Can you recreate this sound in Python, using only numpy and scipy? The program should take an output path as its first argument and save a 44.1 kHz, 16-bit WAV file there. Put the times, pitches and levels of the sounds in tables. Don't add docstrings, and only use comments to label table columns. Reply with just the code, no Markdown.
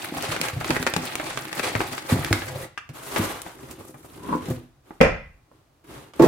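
import sys
import numpy as np
from scipy import signal
from scipy.fft import rfft, irfft
from scipy.io import wavfile
from scipy.ndimage import uniform_filter1d

SR = 44100
rng = np.random.default_rng(int(sys.argv[2]) if len(sys.argv) > 2 else 0)


def transcribe(signal):
    frames = np.atleast_2d(signal).T
    limited = np.clip(frames, -1, 1)
    pcm = np.round(limited * 32767).astype(np.int16)
    wavfile.write(sys.argv[1], SR, pcm)


N = 276507
TIME = np.arange(N) / SR
RING = TIME[:SR * 3 // 4]

# frequency in Hz, level in dB.
QUIET_COLOUR = [(15, -41), (25, -11), (134, -0.5), (185, -14.5), (301, -8.5), (384, -15), (714, -14.5),
                (1040, -19.5), (1190, -19), (1650, -25), (16000, -38.5)]
QUIET_DB = -61.5
# time in seconds, level in dB.
PAPER_HANDLING = [(0, -31.5), (0.11, -43), (0.17, -37), (0.35, -40.5), (0.49, -32), (0.53, -46),
                  (0.69, -33.5), (0.75, -32.5), (0.909, -43.5), (1.061, -35), (1.16, -39.5), (1.488, -40.5),
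                  (1.8, -36.5), (2.04, -39.5), (2.24, -35), (2.46, -43), (2.63, -46.5), (2.74, -81)]
# frequency in Hz, level in dB.
PAPER_COLOUR = [(29, -55), (50, -34.5), (111, -2), (155, 0), (208, -6.5), (337, 2.5), (439, -10.5),
                (842, -0.5), (950, -5.5), (1960, -4), (5400, -25), (9410, -25), (13200, -27.5),
                (16000, -31.5)]
# start in seconds, length in seconds, level in dB.
CRUNCHES = [(0.2, 0.21, -36), (0.31, 0.065, -36.5), (0.425, 0.074, -33), (1.25, 0.12, -35),
            (1.62, 0.13, -32), (2.08, .1, -35)]
# frequency in Hz, level in dB.
CRUNCH_COLOUR = [(200, -15.5), (900, -1.5), (2200, -2), (3500, -10), (5400, -13.5), (9500, -11.5),
                 (16000, -25.5)]
# time in seconds, level in dB, treble tilt in dB per octave.
SNAPS = [(0.225, -21, 9), (0.364, -17, -1.5), (0.414, -12, 3.5), (0.485, -17.5, 0.5), (0.611, -20.5, -6),
         (0.645, -19.5, 0), (0.705, -7.5, -2), (0.765, -14, -4.5), (0.827, -17.5, 2.5), (0.866, -9, -1.5),
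         (0.873, -12, -1), (0.938, -13.5, 0.5), (0.964, -11.5, 0.5), (1.1545, -16, 3), (1.198, -17, -4.5),
         (1.374, -15.5, -1), (1.453, -24.5, -1), (1.529, -20, 1), (1.595, -13, -1.5), (1.752, -11, -4.5),
         (1.805, -13, -7), (1.98, -22, 0), (2.247, -18.5, 3), (2.328, -6.5, 1), (2.42, -20.5, -4)]
# frequency in Hz, level in dB.
SNAP_COLOUR = [(100, -4.5), (400, 3), (900, -1), (1600, 0.5), (2400, -1), (4000, -10), (9500, -16.5),
               (16000, -28.5)]
# time in seconds, level in dB, pitch of the struck panel in Hz.
THUMPS = [(0.122, -24, 300), (0.168, -19.5, 158.5), (0.285, -25, 115), (0.402, -27.5, 290),
          (0.529, -25, 101), (0.563, -19, 121), (0.698, -14, 308), (0.799, -16.5, 159.4),
          (0.962, -12.5, 159), (1.749, -19.5, 109), (2.119, -10.5, 105), (2.119, -14, 242),
          (2.157, -9.5, 156), (2.307, -15, 103), (2.31, -14.5, 297), (2.325, -22, 322), (2.891, -28.5, 130),
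          (3.191, -18.5, 219), (3.191, -20, 105), (3.2, -25, 335), (3.893, -35.5, 320), (3.945, -38, 130),
          (4.291, -28, 249), (4.351, -17, 296), (4.485, -17, 172), (4.502, -16.5, 123), (4.506, -21, 347)]
# frequency in Hz, level in dB, t60 in seconds.
CARTON_MODES = [(103, -24.5, .2), (156, 3.5, 0.19), (249.3, -2, 0.35), (306.4, -8, 0.35),
                (339.6, -10.5, 0.43), (515, -2, 0.18), (669, -2.5, .12), (843, -5, 0.16)]
# frequency in Hz, level in dB.
CARTON_COLOUR = [(30, -33), (55, -8), (138, -1.5), (208, -9), (335, -0.5), (570, -14), (1100, -11.5),
                 (2200, -19), (3200, -21.5), (4600, -25.5), (6500, -19), (9500, -14.5), (14000, -17),
                 (16000, -26.5)]
# time in seconds, level in dB.
SLIDE = [(2.05, -59.5), (2.11, -37), (2.2, -61), (2.35, -44), (2.48, -59), (2.62, -47.5), (2.68, -63)]
# time in seconds, level in dB.
DRAW = [(2.47, -46), (2.52, -38.5), (2.56, -37), (2.63, -41), (2.66, -41), (2.69, -69)]
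# frequency in Hz, width in Hz, level in dB.
DRAW_PEAKS = [(130, 30, 4.5), (330, 59, -7), (514, 48, 0.5)]
# time in seconds, pitch in Hz, level in dB.
SQUEAK = [(2.6, 1467, -66), (2.626, 1745, -50), (2.64, 1974, -42), (2.665, 2220, -70)]
# time in seconds, level in dB, tilt in dB per octave.
FLICK = [(2.776, -21.5, -3.5), (2.7785, -25, 2)]
# frequency in Hz, level in dB, t60 in seconds.
FLAP_MODES = [(1240, 6, 0.072), (1410, -42, .04), (1710, 17, 0.021), (2390, 7, .03), (2760, -8, 0.033)]
# frequency in Hz, level in dB.
FLAP_COLOUR = [(200, -22), (700, -15), (1400, 2), (1850, 4.5), (2200, -6), (2700, 4), (3900, -16.5),
               (4700, -13), (9000, -24.5), (16000, -43)]
# time in seconds, level in dB, treble tilt in dB per octave, t60 in seconds.
CATCHES = [(2.891, -37, 0.5, 0.11), (3.161, -12.5, -3, 0.17), (3.183, -23, 9.5, .06),
           (3.303, -23, -10, 0.096), (3.418, -27, 8.5, .04), (3.464, -25, -11, 0.053),
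           (3.711, -32, 9, 0.096), (3.943, -32, -12, 0.096), (4.045, -33.5, -21.5, 0.08),
           (4.289, -25, -9, .05), (4.502, -36, 11, 0.25), (4.907, -28.5, -13.5, 0.058),
           (5.515, -43, -19, .09), (6.136, -36, -0.5, .08)]
# time in seconds, level in dB, level of the hiss in dB.
FOLD = [(2.945, -46.5, -51), (3.015, -43, -47.5), (3.06, -39, -38.5), (3.14, -37.5, -43),
        (3.18, -35, -37.5), (3.3, -33.5, -40), (3.35, -44.5, -51), (3.48, -43, -52), (3.56, -55, -57)]
# time in seconds, level in dB, level of the hiss in dB.
PUSH = [(3.56, -50, -52), (3.67, -50.5, -50.5), (3.8, -50.5, -52.5), (3.92, -59, -48.5),
        (4.02, -61.5, -55.5), (4.17, -49.5, -49.5), (4.3, -45, -50), (4.45, -47, -51), (4.51, -44, -48),
        (4.62, -59.5, -66), (4.7, -71.5, -66)]
# time in seconds, level in dB.
SCRAPE = [(4.18, -43), (4.28, -34.5), (4.29, -29.5), (4.32, -26), (4.334, -20.5), (4.356, -26.5),
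          (4.375, -45), (4.44, -43.5), (4.47, -53.5)]
# frequency in Hz, width in Hz, level in dB.
SCRAPE_PEAKS = [(190, 70, 2), (278, 33, 5.5), (402, 89, -11), (547, 60, -13.5), (990, 90, 6),
                (1342, 65, -6.5), (1845, 88, -16)]
# time in seconds, pitch in Hz, level in dB.
CREAK = [(4.305, 932, -49), (4.333, 990, -38), (4.35, 1020, -48), (4.375, 1070, -57)]
# start in seconds, length in seconds, level in dB.
BRUSHES = [(4.82, 0.3, -60), (5.5, 0.2, -68), (5.835, 0.051, -58), (5.85, 0.33, -48), (6.135, 0.16, -50)]
# time in seconds, level in dB, tilt in dB per octave.
LANDING = [(5.005, -5.5, -4), (5.0115, -0.5, 0), (5.0145, -2, -1), (5.03, -13.5, 0), (5.048, -10, -1.5)]
# frequency in Hz, level in dB, t60 in seconds.
TABLE_MODES = [(52, -18.5, 0.57), (134, 2.5, 0.25), (156, 2, .2), (334, 1, .26), (467, 10, .14),
               (522, 14.5, .19), (582, 13, 0.12), (694, -12.5, 0.46), (1087, -11.5, 0.44),
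               (1410, -4.5, .25), (1520, 0.5, 0.2), (2000, -11, .3), (2010, -17.5, 0.19),
               (2304, -14.5, 0.46), (2476, -9, 0.29), (2710, -16, .25), (2800, -13, .2), (3394, -24, 0.2)]
# frequency in Hz, level in dB.
LANDING_COLOUR = [(35, -8.5), (90, -5), (130, -3.5), (220, -2), (400, -4.5), (540, 5.5), (800, -8),
                  (1450, -10), (2300, -6.5), (3800, -27.5), (6200, -30.5), (9000, -37), (16000, -46)]
# time in seconds, level in dB, tilt in dB per octave.
JOLTS = [(6.194, -6.5, 0.5), (6.1975, 1, -2.5), (6.2215, -2.5, 1.5), (6.238, -1.5, 0), (6.252, -6, -2.5),
         (6.266, -17, -8)]
# frequency in Hz, level in dB, t60 in seconds.
STAND_MODES = [(142.7, -17, 1), (280, -1.5, 0.037), (338.7, 0, 0.26), (428, -8, 0.14), (497, -7, 0.07),
               (650, -13, 0.18), (853, -25, .1), (883, -13, 0.21), (1107, -16.5, 0.091), (1900, -25, 0.23)]
# frequency in Hz, level in dB.
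STAND_COLOUR = [(40, -27), (150, -10), (350, 1), (800, -13.5), (1400, -20), (2500, -30), (5000, -37),
                (16000, -47)]
# frequency in Hz, t60 in seconds.
ROOM_T60 = [(60, 0.65), (250, 0.26), (700, 0.33), (2200, 0.45), (5000, 0.39), (14000, 0.12)]
# frequency in Hz, side minus mid level in dB.
WIDTH = [(60, -17), (150, -13), (280, -10), (500, -5.5), (1000, -1.3), (2000, -2.5), (4000, -.2),
         (16000, -.2)]

STROKE_RISE = 0.2
PAPER_SMOOTH_DB = -6
SNAP_T60_S, SNAP_HALVING_DB = 0.038, 5
CRACK_DB, CRACK_T60_S = 2, 0.006
PANEL_T60_S, PANEL_HZ, PANEL_DAMPING = 0.11, 150, 0.35
TOP_HZ = 16000


def undb(db):
    return 10 ** (np.asarray(db) / 20)


def unit(x):
    return x / np.sqrt(np.mean(x ** 2))


def fade(t60):
    return np.exp(-np.log(1000) * RING / t60)


def read(points, hz):
    table_hz, value = np.transpose(points)
    return np.interp(np.log(np.maximum(hz, 1)), np.log(table_hz), value)


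def through(x, response):
    return signal.fftconvolve(np.atleast_2d(x), np.atleast_2d(response), axes=-1)[:, :x.shape[-1]]


def colour(x, points, size=4096):
    log_gain = np.log(undb(read(points, np.fft.rfftfreq(size, 1 / SR))))
    cepstrum = irfft(log_gain)
    cepstrum[1:size // 2] *= 2
    cepstrum[size // 2 + 1:] = 0
    response = irfft(np.exp(rfft(cepstrum)))
    return through(x, response / np.linalg.norm(response))


def band(x, hz, kind):
    return signal.sosfilt(signal.butter(4, hz, kind, fs=SR, output="sos"), x)


def ports(pair):
    mid, side = pair
    width = undb(read(WIDTH, np.fft.rfftfreq(len(side), 1 / SR)))
    side = irfft(rfft(side) * width, len(side))
    return np.array([mid + side, mid - side]) / np.sqrt(2)


def noise(size):
    return ports(rng.standard_normal((2, size)))


def add(out, s, sound):
    start = int(np.clip(s * SR, 0, N - 1))
    out[:, start:start + sound.shape[-1]] += sound[..., :N - start]


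def gains(curve):
    s, *columns = np.transpose(curve)
    touching = uniform_filter1d(1. * ((TIME > s[0] - 0.01) & (TIME < s[-1])), 600)
    return [undb(np.interp(TIME, s, db)) * touching for db in columns]


def strokes(rows):
    total = np.zeros(N)
    for s, length, db in rows:
        swell = np.interp((TIME - s) / length, [0, STROKE_RISE, 1], [0, 1, 0])
        total += undb(db) * np.sin(np.pi / 2 * swell) ** 2
    return total


def walk(rate):
    hold = max(int(SR / rate), 2)
    steps = rng.standard_normal(N)[np.arange(N) // hold]
    return unit(uniform_filter1d(uniform_filter1d(steps, hold), hold))


def grains(rate, spread_db):
    when, chance, turn = rng.random((int(rate * N / SR), 3)).T
    size = undb(spread_db * np.minimum(-np.log(1 - chance), 4))
    angle = 2 * np.pi * turn
    clicks = np.zeros((2, N))
    clicks[:, (when * N).astype(int)] = size * np.array([np.cos(angle), np.sin(angle)])
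    return unit(clicks)


def scatter(t60, size=4096):
    phase = np.angle(rfft(rng.standard_normal(size) * fade(t60)[:size]))
    return np.roll(irfft(np.exp(1j * phase)), size // 8)


def rub(force, hiss, rumble, spectrum, rate, spread_db, smooth_db, mid_db, hiss_db, rumble_db, jerk_db,
        scatter_t60):
    shared = grains(rate, spread_db)
    ranges = [(30, 500), (500, 1200), (1200, 2400), (2400, 4500), (4500, 9000), (9000, 17000)]
    clicks = sum(band(0.6 * shared + grains(rate / 2, spread_db), edges, "band") for edges in ranges)
    bounced = unit(through(clicks, scatter(scatter_t60)))
    smooth = undb(smooth_db) * rng.standard_normal((2, N))
    x = colour(ports(bounced + smooth), spectrum)
    low = rumble * undb(rumble_db) * unit(band(x, 500, "low"))
    mid = force * undb(mid_db) * unit(band(x, [500, 4500], "band"))
    high = hiss * undb(hiss_db) * unit(band(x, 4500, "high"))
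    return (low + mid + high) * undb(jerk_db * walk(rate=70))


def snaps(rows, gain_db):
    out = np.zeros((2, N))
    for s, db, tilt_db, t60 in rows:
        pan_db = 1 - 2 * rng.standard_normal()
        burst = noise(len(RING)) * (fade(t60) + undb(CRACK_DB) * fade(CRACK_T60_S)) / 2
        tilted = [(hz, level + tilt_db * np.log2(max(hz, 1000) / 1000)) for hz, level in SNAP_COLOUR]
        sides_db = np.array([[pan_db], [-pan_db]]) / 2
        add(out, s, colour(burst, tilted) * undb(gain_db + db + sides_db))
    return out


def quiet_noise():
    return undb(QUIET_DB) * unit(colour(noise(N), QUIET_COLOUR))


def crinkles(force, gain_db, spread_db=5, centre_hz=1900, octaves=0.854, cycles=22, count=150):
    out = np.zeros((2, N))
    t = RING[:1500]
    times = rng.uniform(0, PAPER_HANDLING[-1][0], count)
    for when, pitch, size, lag in zip(times, *rng.standard_normal((count, 3)).T):
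        hz = np.clip(centre_hz * 2 ** (octaves * pitch), 400, 12000)
        phase = np.array([[0], [lag * hz / 1500]])
        pop = np.sin(2 * np.pi * hz * t + phase) * np.exp(-np.log(1000) * hz * t / cycles)
        level = undb(gain_db + spread_db * np.clip(size, -1.5, 1.5))
        add(out, when, np.interp(when, TIME, force) * level * pop)
    return out


def creases(force, count=14, small_db=6, spread_db=2, tilt_spread_db=3):
    times = PAPER_HANDLING[-1][0] * (np.arange(count) + rng.random(count)) / count
    rows = list(SNAPS)
    for s, (size, tilt) in zip(times, rng.standard_normal((count, 2))):
        force_db = 20 * np.log10(np.interp(s, TIME, force) + 1e-9)
        rows.append((s, force_db + small_db + spread_db * size, tilt_spread_db * tilt))
    return [(s, db, tilt_db, SNAP_T60_S * 2 ** (-tilt_db / SNAP_HALVING_DB)) for s, db, tilt_db in rows]


def paper():
    handling, = gains(PAPER_HANDLING)
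    crunch = strokes(CRUNCHES)
    rustle = rub(handling, handling, handling, PAPER_COLOUR, rate=650, spread_db=5,
                 smooth_db=PAPER_SMOOTH_DB, mid_db=-1, hiss_db=-4.5, rumble_db=-4.5, jerk_db=2.5,
                 scatter_t60=0.028)
    wads = rub(crunch, crunch, crunch, CRUNCH_COLOUR, rate=900, spread_db=1,
               smooth_db=PAPER_SMOOTH_DB, mid_db=3, hiss_db=-3.5, rumble_db=-2, jerk_db=2.6,
               scatter_t60=0.025)
    force = np.hypot(handling, crunch)
    return rustle + wads + crinkles(force, gain_db=1.5) + snaps(creases(force), gain_db=1)


def ring(modes):
    return sum((-1) ** k * undb(db) * np.sin(2 * np.pi * hz * RING) * fade(t60)
               for k, (hz, db, t60) in enumerate(modes))


def thumps(body_db=-9, buzz_db=-13, buzz_t60=0.1):
    out = np.zeros((2, N))
    for s, db, hz in THUMPS:
        panel = np.sin(2 * np.pi * hz * RING) * fade(PANEL_T60_S * (PANEL_HZ / hz) ** PANEL_DAMPING)
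        body = ring([(f, level - 7 * abs(np.log2(f / hz)), t60) for f, level, t60 in CARTON_MODES])
        buzz = colour(noise(len(RING)) * fade(buzz_t60), [(30, -10), (hz, 0), (700, -7), (3000, -32)])
        add(out, s, undb(db) * (panel + undb(body_db) * body + undb(buzz_db) * buzz))
    return band(out, 48, "high")


def scrape(curve, peaks, rate, harden):
    s, db = np.transpose(curve)
    force_db = np.interp(TIME, s, db, left=-120, right=-120) - db.max()
    body = sum(width * undb(level) * np.cos(2 * np.pi * hz * RING) * np.exp(-np.pi * width * RING)
               for hz, width, level in peaks)
    slips = unit(band(through(ports(grains(rate, spread_db=3)), body), 1300, "low"))
    low = band(slips, 680, "low") * undb(force_db)
    high = band(slips, 830, "high") * undb(force_db * harden)
    return undb(db.max()) * (low + high)


def squeak(curve, waver):
    s, hz, db = np.transpose(curve)
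    pitch = np.interp(TIME, s, hz) * (1 + waver * walk(rate=2100))
    tone = np.sqrt(2) * np.sin(2 * np.pi * np.cumsum(pitch) / SR)
    return tone * undb(np.interp(TIME, s, db, left=-140, right=-140))


def drawing_out():
    slide, = gains(SLIDE)
    hiss = rub(slide, slide, slide, CARTON_COLOUR, rate=980, spread_db=1, smooth_db=-0.5, mid_db=5,
               hiss_db=3, rumble_db=0, jerk_db=-2.2, scatter_t60=0.013)
    return hiss + scrape(DRAW, DRAW_PEAKS, rate=540, harden=3.4) + squeak(SQUEAK, waver=0.017)


def knocks(blows, modes, spectrum, ring_db, contact_db, contact_t60, rattle_db, rattle_t60):
    out = np.zeros((2, N))
    for s, db, tilt_db in blows:
        body = ring([(hz, level + tilt_db * np.log2(hz / 500), t60) for hz, level, t60 in modes])
        envelope = undb(contact_db) * fade(contact_t60) + undb(rattle_db) * fade(rattle_t60)
        tilted = [(hz, level + tilt_db * np.log2(hz)) for hz, level in spectrum]
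        contact = colour(noise(len(RING)) * envelope, tilted)
        add(out, s, undb(db) * (undb(ring_db) * body + contact))
    return out


def flap_click():
    return knocks(FLICK, FLAP_MODES, FLAP_COLOUR, ring_db=-21, contact_db=-4, contact_t60=0.0064,
                  rattle_db=-8, rattle_t60=0.074)


def cardboard():
    force, hiss = gains(FOLD)
    fold = rub(force, hiss, force, CARTON_COLOUR, rate=2200, spread_db=3.5, smooth_db=0, mid_db=1,
               hiss_db=0.5, rumble_db=-5.5, jerk_db=2.35, scatter_t60=0.021)
    force, hiss = gains(PUSH)
    push = rub(force, hiss, force, CARTON_COLOUR, rate=680, spread_db=5.5, smooth_db=0.5, mid_db=0,
               hiss_db=-4.5, rumble_db=4, jerk_db=-2.5, scatter_t60=0.029)
    return fold + push + snaps(CATCHES, gain_db=0)


def carton_on_wood():
    return scrape(SCRAPE, SCRAPE_PEAKS, rate=1100, harden=1.6) + squeak(CREAK, waver=0.1)


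def skin_brushes():
    skin = strokes(BRUSHES)
    return rub(skin, skin, skin, CARTON_COLOUR, rate=1800, spread_db=5.5, smooth_db=4.5, mid_db=1,
               hiss_db=-7, rumble_db=2.5, jerk_db=0.5, scatter_t60=0.0096)


def item_landing():
    return knocks(LANDING, TABLE_MODES, LANDING_COLOUR, ring_db=-30.5, contact_db=0, contact_t60=0.021,
                  rattle_db=-24, rattle_t60=0.13)


def stand_jolts():
    stand = knocks(JOLTS, STAND_MODES, STAND_COLOUR, ring_db=-8.5, contact_db=-36, contact_t60=0.033,
                   rattle_db=-12.5, rattle_t60=0.41)
    return stand * undb(np.array([[-1], [1]]))


def tail():
    hz = np.fft.rfftfreq(len(RING), 1 / SR)
    octave = np.log2(np.clip(hz, 62.5, 16000) / 62.5)
    spectrum = rfft(noise(len(RING)))
    echo = 0
    for k in range(9):
        share = np.maximum(1 - abs(octave - k), 0)
        echo = echo + irfft(spectrum * share, len(RING)) * fade(read(ROOM_T60, 62.5 * 2 ** k))
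    echo = echo * (1 - fade(0.0094))
    return echo / np.linalg.norm(echo[0])


def room(x, wet_db, count=1):
    mono, out = x.sum(axis=0) / np.sqrt(2), x
    place = (TIME * 7).astype(int) % count
    for k in range(count):
        here = uniform_filter1d(1. * (place == k), 200)
        out = out + undb(wet_db) * through(mono * here, tail())
    return out


def scene():
    unpacking = paper() + thumps() + drawing_out() + flap_click()
    unpacking = unpacking + cardboard() + carton_on_wood() + skin_brushes()
    item = room(item_landing(), wet_db=-2.5)
    return quiet_noise() + room(unpacking, wet_db=-10, count=4) + item + stand_jolts()


def record(dry):
    x = signal.sosfilt(signal.butter(2, 30, "high", fs=SR, output="sos"), dry)
    x = x / (1 + x ** 8) ** (1 / 8)
    return signal.sosfilt(signal.ellip(10, 0.2, 80, TOP_HZ, fs=SR, output="sos"), x)


dry = scene()
out = record(dry)
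transcribe(out)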